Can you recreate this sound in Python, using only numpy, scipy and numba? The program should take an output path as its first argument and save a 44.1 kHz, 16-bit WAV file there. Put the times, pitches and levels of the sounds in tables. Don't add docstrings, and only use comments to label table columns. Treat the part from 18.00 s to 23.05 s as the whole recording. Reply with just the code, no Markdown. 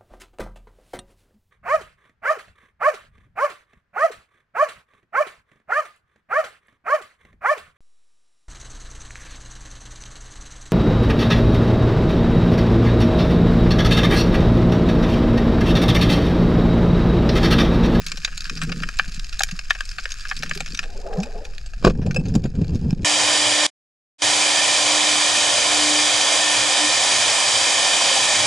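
import sys
import numpy as np
from scipy import signal
from scipy.fft import rfft, irfft
from scipy.io import wavfile
from scipy.ndimage import uniform_filter1d
from numba import njit

SR = 44100
rng = np.random.default_rng(int(sys.argv[2]) if len(sys.argv) > 2 else 0)


def dump_mix(stems):
    frames = np.atleast_2d(stems).T
    limited = np.clip(frames, -1, 1)
    pcm = np.round(limited * 32767).astype(np.int16)
    wavfile.write(sys.argv[1], SR, pcm)


N = 222568
T = np.arange(N) / SR
HZ = np.fft.rfftfreq(N, 1 / SR) + 1e-3


# t/s, mid level/dB, treble over mid/dB, bass over mid/dB, echo spread/ms
SNAP_HITS = [(0.0643, -26, 3.5, -27, 5.9), (0.083, -36, 6, -20, 3), (0.1171, -23.5, 1, -22, 3.57),
             (0.171, -31.5, 4.5, -12, 6.3), (0.226, -48, 7, -21, 5), (0.247, -17, 3.5, -22.5, 3.9),
             (0.2745, -27.5, -21, -14, 7.2), (0.3258, -33, -19, -25, 7.4), (0.3765, -31.5, 7.5, -17, 3.7),
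             (0.4066, -33, 7.5, -26, 2.37), (0.451, -26.5, -2, -32, 14.4), (0.4962, -22, -2, -29, 4.05),
             (0.5715, -29.5, 3, -18, 8.8), (0.6149, -18, -6, -20, 14.6), (0.634, -32, 4, -20, 3),
             (0.6928, -27, -8.5, -11.5, 5), (0.7184, -21.5, -4, -15, 6.5), (0.801, -32.5, -2, -15, 3.1),
             (0.824, -30, -6, -18, 2.8), (0.8338, -17.5, -15, -25, 2.96),
             (0.8873, -22.5, -7.5, -18.5, 2.74), (0.97, -42, 8.5, -20, 3), (0.988, -24, 2.5, -10, 2.6),
             (0.9954, -7, -19.5, -16.5, 2.36), (1.042, -32.5, -13, -24, 3.8), (1.119, -37, 3.5, -24, 5.3),
             (1.1436, -39.5, 8.5, -37, 5.3), (1.1952, -33.5, 5.5, -27, 1.95), (1.2435, -35, 4, -38, 2.4),
             (1.3257, -30, 0, -27, 7.9), (1.3929, -28.5, 11.5, -13, 2.43), (1.4055, -14.5, -11, -4, 4.25),
             (1.4185, -31.5, 8.5, -8, 2.06), (1.4344, -15.5, 3, -21, 1.37), (1.4873, -28, -6, -20, 4.5),
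             (1.5107, -28.5, 1, -23, 6), (1.591, -24, -1.5, -20, 2.2), (1.7007, -31, 2.5, -18, 1.6),
             (1.7054, -7, -12.5, -18, 4.26), (1.75, -26, -9, -13, 6.9), (1.8067, -18, -9, -21.5, 1.83),
             (1.853, -50, 13, -12, 3.4), (1.891, -37.5, 9, -37, 1.14), (1.9133, -36.5, 6.5, -38, 3.5),
             (1.984, -20, -10, -17.5, 5.65), (1.9968, -36, 2.5, -15, 4.3), (2.0424, -45, 9, -13, 2.9),
             (2.0554, -19, -10.5, -19, 1.94), (2.1032, -34.5, 4, -23, 8.1), (2.119, -34.5, 11, -21, 1.84),
             (2.205, -40, 9.5, -31, 14.7), (2.2525, -25, -13, -25, 3.85), (2.272, -37.5, -1, -22, 2),
             (2.2903, -34.5, 3.5, -18, 1.9), (2.298, -37.5, 10, -18, 2), (2.3122, -15.5, -25, -13.5, 6.64),
             (2.3654, -46, 21, -28, 4.2), (2.3908, -48, 17.5, -24, 1.27), (2.424, -29, 0, -17, 2.1),
             (2.4323, -19, -5.5, -12, 3.84), (2.46, -30, -8, -31, 7.6), (2.494, -37.5, 10, -8, 2.2),
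             (2.5111, -15.5, -16.5, -20, 2.22), (2.535, -42, 10, -20, 2.1), (2.5488, -31, 1, -20, 7.4),
             (2.5745, -30, 2, -13, 2.7), (2.604, -21.5, -2.5, -6, 4.4), (2.6606, -30, -0.5, -20, 1.67),
             (2.677, -36.5, -4, -14, 1.96), (2.704, -43.5, 7, -20, 2.4), (2.721, -37.5, 7, -20, 2.4),
             (2.7463, -29, 4.5, -34, 4.4), (2.7734, -34, 7, -29, 2.66), (2.791, -16, -5.5, -27, 2.92),
             (2.8292, -26.5, -7, -12, 12), (3.1276, -33, -25, -3, 6), (3.2015, -41, 8.5, 6, 3.5),
             (3.231, -27, -2.5, -8, 5.66), (3.45, -33.5, -2.5, -17, 4.4), (3.581, -33.5, -1, -32, 2.4),
             (3.66, -41, 5, -9.5, 7.7), (3.7353, -34.5, -11, -10.5, 2.5), (3.951, -45.5, -9, 2, 3.9),
             (4.0146, -37, -6, 2, 14.7), (4.0617, -35.5, -1.5, 11, 7.3), (4.11, -25, -8, -20, 4.5),
             (4.145, -33.5, 2, -2, 4), (4.161, -27.5, -5, 0, 5.9), (4.254, -37, 0, -4, 8),
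             (4.283, -47.5, 10.5, 1, 8.2), (4.34, -41.5, 5, -2, 4), (4.3513, -31.5, 6.5, 6.5, 4.4),
             (4.438, -37.5, 2, -2, 6), (4.4532, -34, -6.5, 1, 6.8), (4.551, -44, -2, -5, 6.0),
             (4.615, -44, 0, 0, 4), (4.644, -42.5, 0, -6, 3.0), (4.68, -48, 7.5, 0, 2.4),
             (4.693, -44.5, 0.5, -2, 3.7), (4.747, -46.5, 10.5, -6, 10.8), (4.9063, -35, 2.5, -6, 2.1),
             (4.928, -43.5, -1.5, 5.5, 2.4), (5.02, -55, 10.5, -5, 2.8), (5.03, -46.5, 3, -9, 6.3)]
def near_snaps(size=4096, top_hz=8050, top_cut=.44, tail_db=-14, tail_t60_s=.065):
    out, zero = np.zeros(N + size), np.zeros(1)
    for s, db, treble_db, bass_db, spread_ms in SNAP_HITS:
        centre_hz = max(2147 * 2 ** (.03 * min(treble_db, 3)), 1620)
        bands = housing(zero, (zero, zero, zero), centre_hz, spread_ms, count=40, size=size, vary=.95)
        power = np.sum(bands ** 2, axis=1) / (.003 * SR)
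        gains = undb([db, db + treble_db, db + bass_db]) / np.sqrt(power)
        start = int(s * SR)
        out[start:start + size] += gains @ bands
    out -= top_cut * signal.sosfiltfilt(butter(2, top_hz, "high"), out)
    tail = rng.standard_normal(size) * undb(-60 * T[:size] / tail_t60_s) * (T[:size] > .003)
    return out[:N] + undb(tail_db) * signal.oaconvolve(out, tail / np.sqrt(np.sum(tail ** 2)))[:N]


# f/Hz, width/Hz, level/dB
BASS_MODES = [(508, 280, -11.5), (770, 150, 5.5)]
MID_MODES = [(1266, 61, -9.5), (1666, 340, -2), (2220, 290, -13.5), (2506, 253, -2), (3080, 1100, -18)]
TREBLE_MODES = [(3925, 500, -8.5), (4500, 200, -4), (5048, 330, -3), (6580, 207, -8), (7284, 254, -9.5),
                (8840, 6200, -25.5), (12500, 2600, -64)]
def housing(s, band_db, centre_hz, spread_ms, count, size, vary=0):
    echoes = rng.random((len(s), count, 2))
    mid_db, treble_db, bass_db = band_db
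    mid = 0
    for hz, width, db in varied(MID_MODES, vary / 2):
        drive_db = mid_db + db - 20 * np.abs(np.log2(hz / centre_hz))
        mid += resonate(clicks(s, drive_db, spread_ms, echoes, size), [(hz, width, 0)])
    treble = resonate(clicks(s, treble_db, spread_ms, echoes, size), varied(TREBLE_MODES, vary))
    bass = resonate(clicks(s, bass_db, spread_ms, echoes, size), varied(BASS_MODES, 2 * vary))
    bands = [(mid, (1256, 3410)), (treble, (3320, 13000)), (bass, (434, 1200))]
    return np.array([signal.sosfilt(butter(3, edges_hz, "band"), x) for x, edges_hz in bands])


def clicks(s, db, spread_ms, echoes, size):
    lag = 3 * echoes[:, :, 0] ** 1.3
    strength = echoes[:, :, 1]
    force = np.sqrt(lag + .05) * np.exp(-1.3 * lag) * np.sign(strength - .5) * (.5 + strength)
    arrival_s = s[:, None] + lag * spread_ms / 1000
    out = np.zeros(size + SR)
    np.add.at(out, (arrival_s * SR).astype(int), undb(db)[:, None] * force)
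    return out[:size]


def varied(modes, vary, detune=.05, colour_db=4, widen=.3):
    shifts = vary * rng.standard_normal((len(modes), 2))
    return [(hz * (1 + detune * pitch), width * (1 + widen * min(vary, 1)), db + colour_db * level)
            for (hz, width, db), (pitch, level) in zip(modes, shifts)]


def crack(at_s=1.4345, db=-29, decay_ms=1.2, low_cut_hz=5500):
    age = np.maximum(T - at_s, 0)
    burst = undb(db) * (T >= at_s) * np.exp(-1000 * age / decay_ms) * rng.standard_normal(N)
    return signal.sosfilt(butter(2, low_cut_hz, "high"), burst)


# t/s, knock level/dB, push length/ms, rattle level/dB
BAND_SLAPS = [(3.826, -33.5, 0.48, -29), (3.837, -32, 0.69, -30), (3.843, -25, 0.36, -22),
              (3.8475, -6, 0.42, -10), (3.8497, -7, 0.36, -18.5), (3.859, -15, 0.66, -21),
              (3.868, -2, 1.17, -19), (3.872, -10.5, 1.1, -23.5), (3.876, -8, 0.44, -21),
              (3.883, -10.5, 1.3, -34), (3.891, -16, 1.7, -35), (3.898, -31.5, 2, -22.5),
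              (3.905, -18, 0.98, -29)]
# f/Hz, level/dB, t60/s
GUN_MODES = [(56, -1, 0.075), (214, -6.5, 0.12), (390, 4, 0.014), (496, 5, 0.026), (656, -5.5, 0.027),
             (1125, 2.5, 0.019), (1487, 1.5, 0.016), (2780, -1, 0.024)]
def shot(rattle_decay_s=.0056):
    knock, envelope = np.zeros(N), np.zeros(N)
    for k, (s, db, push_ms, rattle_db) in enumerate(BAND_SLAPS):
        start = int(s * SR)
        push = np.hanning(int(push_ms * SR / 1000) + 3)
        knock[start:start + len(push)] += (-1) ** k * undb(db) * push / push.sum()
        envelope += undb(rattle_db) * np.exp(-np.maximum(T - s, 0) / rattle_decay_s) * (T >= s)
    rattle = signal.sosfilt(butter(2, 9000, "low"), envelope * rng.standard_normal(N))
    body = sum(undb(db) * ring(knock, hz, t60) for hz, db, t60 in GUN_MODES)
    dull = signal.sosfilt(butter(2, [600, 1700], "band"), rattle)
    return .76 * body + 2 * dull + .46 * resonate(rattle, MID_MODES) + .24 * resonate(rattle, TREBLE_MODES)


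# t/s, level/dB, free ring/s
LINE_TUGS = [(4.162, -21.5, 0.014), (4.195, -39, 0.0082)]
# f/Hz, level/dB, t60/s
SHAFT_MODES = [(2604, 2.5, 0.12), (5160, -7, 0.14), (7850, -14, 0.11), (10420, -22, 0.035),
               (13500, -32, .025)]
def shaft(attack_s=.00067, choke_s=.00087):
    out = 0
    for s, db, free_s in LINE_TUGS:
        age = np.maximum(T - s, 0)
        attack = 1 - np.exp(-age / attack_s)
        choke = .22 + 1.2 / (1 + np.exp(np.minimum((age - free_s) / choke_s, 50)))
        ping = sum(undb(mode_db - 60 * age / t60) * np.sin(2 * np.pi * hz * age)
                   for hz, mode_db, t60 in SHAFT_MODES)
        out += undb(db) * attack * choke * ping
    return out


# t/s, hold/s, level/dB
THRASHES = [(3.9, 0.011, -20), (3.98, 0.043, -21.5), (4.07, 0.026, -19.5), (4.175, 0.02, -20.5),
            (4.26, 0.095, -22.5), (4.362, 0.013, -16.5), (4.452, 0.011, -20.5), (4.59, 0.04, -18),
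            (4.72, 0.033, -18.5), (4.845, 0.048, -19), (5.01, .04, -24.5)]
def thrashing():
    return bouts(THRASHES, rise_db_s=235, fall_db_s=417)


# f/Hz, level/dB
CHURN_EQ = [(29, -40), (50, -2.5), (92, -0.5), (174, 0), (315, -17), (509, -21), (606, -35.5), (764, -34.5),
            (1310, -49.5), (1600, -57), (2080, -63), (3520, -120)]
def churn():
    eddies = (rng.random(N) < .03) * rng.standard_normal(N) * undb(1.4 * rng.exponential(size=N))
    return thrashing() * even(equalise(eddies, CHURN_EQ), size=SR // 25)


def grit(db=-33.5, grains_per_s=600):
    hits = (rng.random(N) < grains_per_s / SR) * rng.standard_normal(N)
    scrapes = signal.oaconvolve(hits, rng.standard_normal(300) * np.hanning(300))[:N]
    ticks = (resonate(scrapes, MID_MODES) + .44 * resonate(scrapes, TREBLE_MODES)
             + .7 * resonate(scrapes, BASS_MODES))
    return undb(db) * unit(ticks) * thrashing()


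# t/s, start f/Hz, end f/Hz, length/s, level/dB
BLOOPS = [(1.015, 162, 170, 0.033, -28.5), (1.08, 171, 170, 0.028, -20.5), (1.175, 166, 163, 0.038, -22.5),
          (1.525, 167.4, 184, 0.042, -17.5), (2.56, 387, 433, 0.051, -25.5), (3.052, 668, 680, 0.091, -24),
          (3.1, 475, 480, 0.05, -31), (3.112, 775, 810, .045, -27), (3.158, 500, 490, 0.077, -21),
          (3.176, 160, 274, 0.105, -8.5), (3.19, 800, 790, 0.031, -26), (3.342, 698, 680, 0.083, -27.5),
          (3.37, 424, 445, 0.051, -29), (4.055, 447, 403, 0.017, -17.5), (4.076, 152, 134, 0.059, -10),
          (4.147, 204, 190, 0.055, -22), (4.161, 515, 520, 0.032, -13), (4.178, 143.4, 169, 0.052, -9),
          (4.361, 203, 170, 0.019, 3.5), (4.453, 313, 253, 0.008, -5.5), (4.615, 150, 130, 0.035, -9),
          (4.73, 131, 120, 0.035, -10), (4.752, 240, 220, 0.027, -9.5), (4.928, 180, 145, 0.021, 0.5)]
def big_bubbles():
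    s, hz, end_hz, length, db = np.array(BLOOPS, float).T
    return bubble_notes(s, hz, end_hz, length, undb(db), rise=.169, n=N)


# t/s, hold/s, level/dB
PUFFS = [(2.84, 0.12, -47.5), (2.96, 0.019, -40), (3.055, 0.1, -36), (3.16, 0.029, -34), (3.26, 0.026, -41),
         (3.355, 0.038, -39), (3.45, 0.091, -53)]
def bubble_cloud():
    body = swarm(count=1100, low_hz=389.6, high_hz=868, cycles=43, glide=1, scatter_db=2)
    sparkle = swarm(count=1500, low_hz=850, high_hz=2000, cycles=20, glide=1.05, scatter_db=1.5)
    burble = swarm(count=500, low_hz=163, high_hz=377, cycles=7.1, glide=1.15, scatter_db=3)
    return bouts(PUFFS, rise_db_s=500, fall_db_s=182) * (body + .2 * sparkle + .37 * burble)


def swarm(count, low_hz, high_hz, cycles, glide, scatter_db):
    when, pitch, softness = rng.random((count, 3)).T
    hz = low_hz * (high_hz / low_hz) ** pitch
    gain = undb(-scatter_db * np.log(softness + .0046))
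    return unit(bubble_notes(when * N / SR, hz, hz * glide, cycles / hz, gain, rise=.2, n=N))


@njit
def bubble_notes(s, hz, end_hz, length, gain, rise, n):
    out = np.zeros(n)
    for k in range(len(s)):
        start, span, phase = int(s[k] * SR), int(length[k] * SR), 0.
        for i in range(min(span, n - start)):
            life = i / span
            phase += 2 * np.pi * (hz[k] + (end_hz[k] - hz[k]) * life) / SR
            envelope = min(life / rise, 1.) * np.exp(-3 * life) * (1 - life)
            out[start + i] += gain[k] * envelope * np.sin(phase)
    return out


# t/s, hold/s, level/dB
GURGLE_BOUTS = [(0.0, 0.19, -45.5), (.35, 0.024, -47), (.52, 0.15, -38), (.63, .08, -28), (.76, 0.071, -32),
                (1.08, 0.13, -55), (1.54, 0.018, -54.5), (2.4, 0.22, -40.5), (2.72, 0.051, -40.5)]
# f/Hz, width/Hz, level/dB
POCKET_MODES = [(161.4, 14.7, 3), (235, 53, -8), (283.5, 85, -14), (478, 47, -21)]
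def gurgle(rest_db=-61.5):
    kicks = rng.standard_normal(N) * (rng.random(N) < .004)
    envelope = undb(rest_db) + bouts(GURGLE_BOUTS, rise_db_s=303, fall_db_s=222)
    return envelope * even(resonate(kicks, POCKET_MODES), size=SR // 20)


# t/s, level/dB
REEF_FADER = [(0.0, -41), (1.84, -43.5), (2.4, -40.5), (2.75, -43.5), (2.9, -48), (3.8, -51), (3.93, -61.5),
              (4.2, -52.5), (4.5, -58), (4.8, -52.5), (5.05, -61)]
# f/Hz, level/dB
FIZZ_EQ = [(900, -42), (1300, -14), (1650, 0), (2500, -1), (3300, -12.5), (5000, -6.5), (7500, -11),
           (9000, -17.5), (12000, -25), (15000, -50.5)]
def far_reef(count=4000, fizz_db=-10):
    s = rng.random(count) * N / SR
    db = np.minimum(4.1 * rng.exponential(size=count), 17)
    tilt_db = 2.94 * rng.standard_normal(count)
    centre_hz = 1900 * 1.29 ** rng.standard_normal(count)
    band_db = (db - tilt_db, db + tilt_db - 3, db - 41)
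    sizzle = housing(s, band_db, centre_hz, spread_ms=2.5, count=8, size=N).sum(axis=0)
    fizz = equalise(rng.standard_normal(N), FIZZ_EQ)
    return (unit(sizzle) + undb(fizz_db) * unit(fizz)) * fader(REEF_FADER)


# t/s, level/dB
SURGE_FADER = [(0.0, -31.5), (1.2, -27), (1.7, -30.5), (2.8, -30.5), (2.88, -25.5), (3.0, -28.5),
               (3.8, -29), (3.87, -21.5), (4.0, -28), (5.05, -30)]
# f/Hz, level/dB
SURGE_EQ = [(3.5, -28.5), (6.0, 6), (22, 8.5), (38, -2), (125, -25), (245, -42.5), (522, -45), (579, -69),
            (685, -38.5), (900, -56.5), (1170, -102), (1980, -120)]
def surge():
    return fader(SURGE_FADER) * even(equalise(rng.standard_normal(N), SURGE_EQ), size=SR // 6)


def ring(x, hz, t60):
    pole = np.exp(2j * np.pi * hz / SR - np.log(1000) / (t60 * SR))
    return signal.lfilter([1], [1, -pole], x).imag


def resonate(x, modes):
    kick = signal.unit_impulse(4096)
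    body = sum((-1) ** k * undb(db) * width * ring(kick, hz, np.log(1000) / (np.pi * width))
               for k, (hz, width, db) in enumerate(modes))
    return signal.fftconvolve(x, body / np.sqrt(np.sum(body ** 2)))[:len(x)]


def bouts(table, rise_db_s, fall_db_s):
    levels = [db - rise_db_s * np.maximum(s - T, 0) - fall_db_s * np.maximum(T - s - hold, 0)
              for s, hold, db in table]
    return np.sqrt(np.sum(undb(levels) ** 2, axis=0))


def fader(table):
    return undb(np.interp(T, *np.transpose(table), left=-120, right=-120))


def over_hz(table):
    hz, value = np.transpose(table)
    return np.interp(np.log(HZ), np.log(np.maximum(hz, 1)), value)


def equalise(x, eq):
    return irfft(rfft(x) * undb(over_hz(eq)), N)


def butter(order, hz, kind):
    return signal.butter(order, hz, kind, fs=SR, output="sos")


def even(x, size):
    return x / np.sqrt(uniform_filter1d(x ** 2, size=size) + 1e-12)


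def unit(x):
    return x / np.sqrt(np.mean(x ** 2))


def undb(db):
    return 10 ** (np.asarray(db, float) / 20)


# f/Hz, left minus right/dB
PORT_BALANCE = [(380, 0), (700, 3.5), (1290, 2), (2380, 4), (3400, 1), (4400, -2), (8100, 1), (15000, 1)]
# f/Hz, left lead/rad
PORT_PHASE = [(520, .3), (700, -.7), (950, -1.1), (1550, -.4), (2150, -1.1), (2930, -1.2), (3270, 0),
              (3620, -1.1), (4820, 0)]
def scene(notch_hz=2045, notch_width_hz=117, notch_db=-5.5, mono_below_hz=290):
    shrimp = crack() + near_snaps() + far_reef()
    water = grit() + gurgle() + bubble_cloud() + churn() + surge() + big_bubbles()
    notch = undb(notch_db * np.exp(-.5 * ((HZ - notch_hz) / notch_width_hz) ** 2))
    mix = notch * rfft(shrimp + water + shot() + shaft())
    apart = HZ ** 4 / (HZ ** 4 + mono_below_hz ** 4)
    port = (undb(over_hz(PORT_BALANCE) / 2) * np.exp(.5j * over_hz(PORT_PHASE))) ** apart
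    side = undb(-10) * rfft(near_snaps() + far_reef()) * np.hypot(HZ / 9000, .4) * notch
    side += undb(-19) * rfft(surge())
    return np.array([irfft(mix * port + side, N), irfft(mix / port - side, N)])


def record(dry):
    top_cut = signal.ellip(6, .1, 40, 16300, fs=SR, output="sos")
    return signal.sosfiltfilt(top_cut, np.clip(dry, -1, 1))


dry = scene()
out = record(dry)
dump_mix(out)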